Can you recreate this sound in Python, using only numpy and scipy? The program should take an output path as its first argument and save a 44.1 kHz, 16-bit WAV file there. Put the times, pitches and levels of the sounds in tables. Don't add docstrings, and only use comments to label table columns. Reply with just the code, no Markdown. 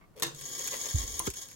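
import sys
import numpy as np
from scipy import signal
from scipy.fft import rfft, irfft, next_fast_len
from scipy.io import wavfile

SR = 44100
rng = np.random.default_rng(int(sys.argv[2]) if len(sys.argv) > 2 else 0)


def wav_out(sig):
    wavfile.write(sys.argv[1], SR, np.round(np.clip(np.atleast_2d(sig).T, -1, 1) * 32767).astype(np.int16))


N = 68355
T = np.arange(N) / SR
CONTACTS_PER_S, CONTACT_SPREAD_DB = 6000, 3.5
CATCH_SNAPS = [(.2225, -21.5), (.231, -22.5), (0.2659, -36.5)]  # t/s, level/dB


def from_db(db):
    return 10 ** (np.asarray(db) / 20)


def unit_rms(x):
    return x / np.sqrt(np.mean(x ** 2) + 1e-20)


def colour(x, spectrum):
    size = 2 * next_fast_len(N)
    hz, db = np.transpose(spectrum)
    bins_hz = np.arange(size // 2 + 1) * SR / size
    gain = unit_rms(from_db(np.interp(np.log(bins_hz + 1), np.log(hz), db)))
    cepstrum = irfft(np.log(gain))
    cepstrum[1:size // 2] *= 2
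    cepstrum[size // 2 + 1:] = 0
    return irfft(rfft(x, size) * np.exp(rfft(cepstrum)))[..., :N]


def drift(corner_hz):
    r = np.exp(-2 * np.pi * corner_hz / SR)
    return unit_rms(signal.lfilter([1], [1, -2 * r, r * r], rng.standard_normal(2 * N))[N:])


def decay(start_s, t60_s):
    return (T >= start_s) * np.exp(-np.log(1000) * np.maximum(T - start_s, 0) / t60_s)


def ring(x, modes):
    out = 0
    for hz, db, t60_s in modes:
        r = np.exp(-np.log(1000) / (t60_s * SR))
        w = 2 * np.pi * hz / SR
        out += signal.lfilter([0, from_db(db) * np.sin(w)], [1, -2 * r * np.cos(w), r * r], x + 1e-18)
    return out


def impulses(events):
    return sum(from_db(db) * (np.arange(N) == int(s * SR)) for s, db in events)


def bursts(events, t60_s):
    return rng.standard_normal(N) * sum(from_db(db) * decay(s, t60_s) for s, db in events)


def contacts(per_s, spread_db):
    sizes = from_db(spread_db * np.minimum(rng.exponential(1, N), 4))
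    return sizes * rng.choice([-1, 1], N) * (rng.random(N) < per_s / SR)


def delay_left(x, lags):
    size = 2 * next_fast_len(N)
    hz = np.arange(size // 2 + 1) * SR / size
    delay = np.exp(-2j * np.pi * hz * np.interp(hz, *np.transpose(lags)))
    return np.array([irfft(rfft(x, size) * delay)[:N], x])


def in_room(x, wet_db, t60_s):
    works_lag = [(1400, .00107), (2700, .00092), (5850, .00093), (10600, .000802), (15200, .000756)]
    tail_spectrum = [(450, 6.5), (1000, 3.5), (5000, 0), (8000, -0.5), (11000, -10.5), (16000, -9)]
    split_hz, pan_db = 1150, 0.5
    tail = colour(rng.standard_normal((2, N)) * decay(0.0017, t60_s), tail_spectrum)
    tail /= np.sqrt(np.sum(tail ** 2, axis=1, keepdims=True))
    wet = signal.fftconvolve(x[None], tail, axes=1)[:, :N]
    low = signal.sosfilt(signal.butter(5, split_hz, "low", fs=SR, output="sos"), x)
    high = signal.sosfilt(signal.butter(5, split_hz, "high", fs=SR, output="sos"), x)
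    return (low + delay_left(high, works_lag) + from_db(wet_db) * wet) * from_db([[pan_db], [-pan_db]])


def room_noise():
    spectrum = [(30, 1), (150, 1.5), (500, -10.5), (1000, -13), (3000, -27.5), (15000, -32.5)]  # f/Hz, level/dB
    noise = rng.standard_normal(N) + 1.95 * rng.standard_normal((2, N))
    return from_db(-67.5) * colour(noise, spectrum)


def case_drone():
    spectrum = [(60, -43), (115, -3), (145, 11), (200, -21.5), (600, -39)]  # f/Hz, level/dB
    level = from_db(-50) * decay(CATCH_SNAPS[0][0], t60_s=1.85)
    return level * colour(rng.standard_normal((2, N)), spectrum)


def case_hollow():
    envelope = [(.15, -67), (.17, -53.5), (.33, -65.5), (1.1, -62), (1.5, -75)]  # t/s, level/dB
    cavity_modes = [(459.5, 0.72, 0.1), (511, -1.8, 0.066)]  # f/Hz, level/dB, t60/s
    level = from_db(np.interp(T, *np.transpose(envelope))) * (T > envelope[0][0])
    cavity = unit_rms(ring(contacts(CONTACTS_PER_S, CONTACT_SPREAD_DB), cavity_modes))
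    return in_room(level * cavity, wet_db=-4.5, t60_s=0.28)


def lever():
    taps = [(.012, -56), (.023, -58), (.04, -57), (.14, -69)]  # t/s, level/dB
    modes = [(1163, -4.5, 0.11), (2190, -7.5, 0.044), (1610, 7.5, 0.0017)]  # f/Hz, level/dB, t60/s
    return in_room(ring(impulses(taps), modes), wet_db=-1, t60_s=0.055)


def case_rubs():
    strokes = [(0.159, 0.063, -54.5), (0.591, 0.021, -48), (0.719, 0.031, -39), (0.845, 0.023, -44),
               (1, 0.036, -51.5)]
    spectrum = [(150, -35), (330, -7), (540, 6), (750, -14.5), (1050, -2.5), (1400, -14), (2000, -5),
                (4000, -8.5), (15000, -15)]
    rise_s, release_s = 0.0057, 0.0079
    level = 0
    for start_s, length_s, db in strokes:
        rise = np.clip((T - start_s) / rise_s, 0, 1)
        release = np.exp(-np.maximum(T - start_s - length_s, 0) / release_s)
        level += from_db(db) * rise * release
    grit = unit_rms(colour(contacts(per_s=3600, spread_db=6.2), spectrum))
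    return in_room(level * grit, wet_db=-6, t60_s=0.15)


def case_knocks():
    hits = [(1.2705, -25.5), (1.275, -34)]  # t/s, level/dB
    spectrum = [(100, -14), (370, -3.5), (750, -12), (1400, -0.5), (1750, -12), (5000, -6), (9000, -11),
                (15000, -17)]
    wood_modes = [(390, -29, 0.055), (349, -38, 0.044), (1500, -31.5, 0.017)]  # f/Hz, level/dB, t60/s
    impact = colour(bursts(hits, t60_s=0.012), spectrum)
    note = ring(impulses([(hits[1][0], 0)]), wood_modes)
    return in_room(impact + note, wet_db=-7, t60_s=0.044)


def metal_ping():
    ticks = [(1.193, -20.5), (1.2, -36)]  # t/s, level/dB
    spectrum = [(350, 0), (700, -11), (1100, -4), (3000, -1.5), (6500, -9), (9800, 10.5), (12000, -8),
                (15500, 9.5)]
    high_modes = [(6120, -22.5, 0.013), (9430, -28, 0.028), (10080, -28, 0.03)]  # f/Hz, level/dB, t60/s
    low_modes = [(1035, -28.5, 0.036), (340, -44, 0.073), (2070, -39, .018)]  # f/Hz, level/dB, t60/s
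    clicks = colour(bursts(ticks, t60_s=0.019), spectrum)
    chink = ring(impulses([(ticks[0][0], 0)]), high_modes)
    low_ring = ring(impulses([(ticks[1][0], 0)]), low_modes)
    return in_room(clicks + chink + low_ring, wet_db=-5.5, t60_s=0.22)


def bumps():
    hits = [(0.941, -17, 60.8, 0.0282, 0.13, -17.5), (1.273, -28, 313, 0.0076, 0.1, -44)]  # t/s, level/dB, extra starting pitch/Hz, settling/s, t60/s, relative boom/dB
    rumble_spectrum = [(20, 1.5), (85, 12), (150, -13.5), (300, -3), (1000, -72)]  # f/Hz, level/dB
    rest_hz, attack_s, boom_t60_s = 48.3, 0.0091, 0.89
    left_lag_s, left_db = 0.00092, -2.5
    thuds, booms = 0, 0
    for start_s, db, extra_hz, settle_s, t60_s, boom_db in hits:
        age_s = np.maximum(T - start_s, 0)
        cycles = rest_hz * age_s + extra_hz * settle_s * (1 - np.exp(-age_s / settle_s))
        attack = from_db(db) * np.minimum(age_s / attack_s, 1)
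        fall = -np.log(1000) * np.maximum(age_s - attack_s, 0)
        boom = attack * from_db(boom_db) * np.exp(fall / boom_t60_s)
        thuds -= (attack * np.exp(fall / t60_s) + boom) * np.sin(2 * np.pi * cycles)
        booms += boom
    rumble = from_db(-2.5) * booms * colour(rng.standard_normal(N), rumble_spectrum)
    return delay_left(thuds + rumble, [(0, left_lag_s)]) * from_db([[left_db], [0]])


def ratchet():
    ticks = [(.165, -53), (.198, -34.5), (.347, -38), (.411, -34), (.6755, -22), (1.302, -29.5),
             (1.338, -34), (1.486, -40), (1.513, -37.5)]
    spectrum = [(450, -3.5), (750, -13), (1100, -3), (12000, 8), (15500, -3)]  # f/Hz, level/dB
    return in_room(colour(bursts(ticks, t60_s=0.0077), spectrum), wet_db=0, t60_s=0.074)


def catch():
    spectrum = [(80, -36), (220, -7), (520, 2), (720, -3), (1030, 9), (1350, 0.5), (4000, 4), (15500, -0.5)]  # f/Hz, level/dB
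    case_modes = [(337.7, -16, 0.28), (492.6, -22, 0.33), (1090, -28, 0.11), (1736, -7.5, 0.097),
                  (2110, -5.5, 0.053), (3720, 1, 0.17), (6350, 6, 0.021)]
    snap = colour(bursts(CATCH_SNAPS, t60_s=0.038), spectrum)
    low_cut = signal.butter(2, 145, "high", fs=SR, output="sos")
    case = signal.sosfilt(low_cut, ring(impulses(CATCH_SNAPS), case_modes))
    return in_room(snap + from_db(-11.5) * case, wet_db=-6, t60_s=0.29)


def chain_whirr():
    envelope = [(.33, -51.5), (.45, -45.5), (.62, -41.5), (1.05, -42), (1.18, -43), (1.23, -50.5),
                (1.27, -38.5), (1.325, -55.5), (1.365, -46), (1.43, -46.5), (1.46, -53), (1.55, -58.5)]
    rattle_spectrum = [(60, -15), (280, -6), (480, 1.5), (740, -20), (1100, 2.5), (1380, -15.5), (1600, 3),
                       (2250, -5.5), (2600, -17), (3150, 6), (3900, -3.5), (5100, 2), (5560, 7), (5900, -7),
                       (9700, 3), (10700, -0.5), (15500, -2)]
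    brass_modes = [(6435, 1.5, 0.011), (6682, 8, 0.013), (6830, -0.5, 0.03)]  # f/Hz, level/dB, t60/s
    link_hits = [(.455, -28), (.472, -44), (.522, -33), (.574, -52), (.593, -24.5), (.615, -31),
                 (.655, -25.5), (.814, -24), (.837, -27), (.857, -23.5), (.91, -23), (.938, -29),
                 (.958, -24), (.984, -21), (1.017, -26.5), (1.036, -35), (1.078, -26)]
    start_s, rise_s, flutter_db = 0.324, 0.05, 2.35
    level = from_db(np.interp(T, *np.transpose(envelope)) + flutter_db * drift(corner_hz=108))
    level *= np.clip((T - start_s) / rise_s, 0, 1)
    rattle = unit_rms(colour(contacts(CONTACTS_PER_S, CONTACT_SPREAD_DB), rattle_spectrum))
    chinks = unit_rms(ring(contacts(per_s=860, spread_db=3), brass_modes))
    link_clicks = colour(bursts(link_hits, t60_s=0.0065), rattle_spectrum)
    link_rings = ring(impulses(link_hits), brass_modes)
    chain = from_db(-2) * level * (rattle + chinks) + from_db(-12) * (link_clicks + link_rings)
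    return in_room(chain, wet_db=-2, t60_s=0.069)


def scene():
    return (room_noise() + lever() + chain_whirr() + case_hollow() + ratchet() + catch()
            + case_drone() + case_rubs() + metal_ping() + case_knocks() + bumps())


def record(dry):
    cutoff_hz = 15900
    return signal.sosfilt(signal.ellip(12, .1, 80, cutoff_hz, fs=SR, output="sos"), dry)


dry = scene()
out = record(dry)
wav_out(out)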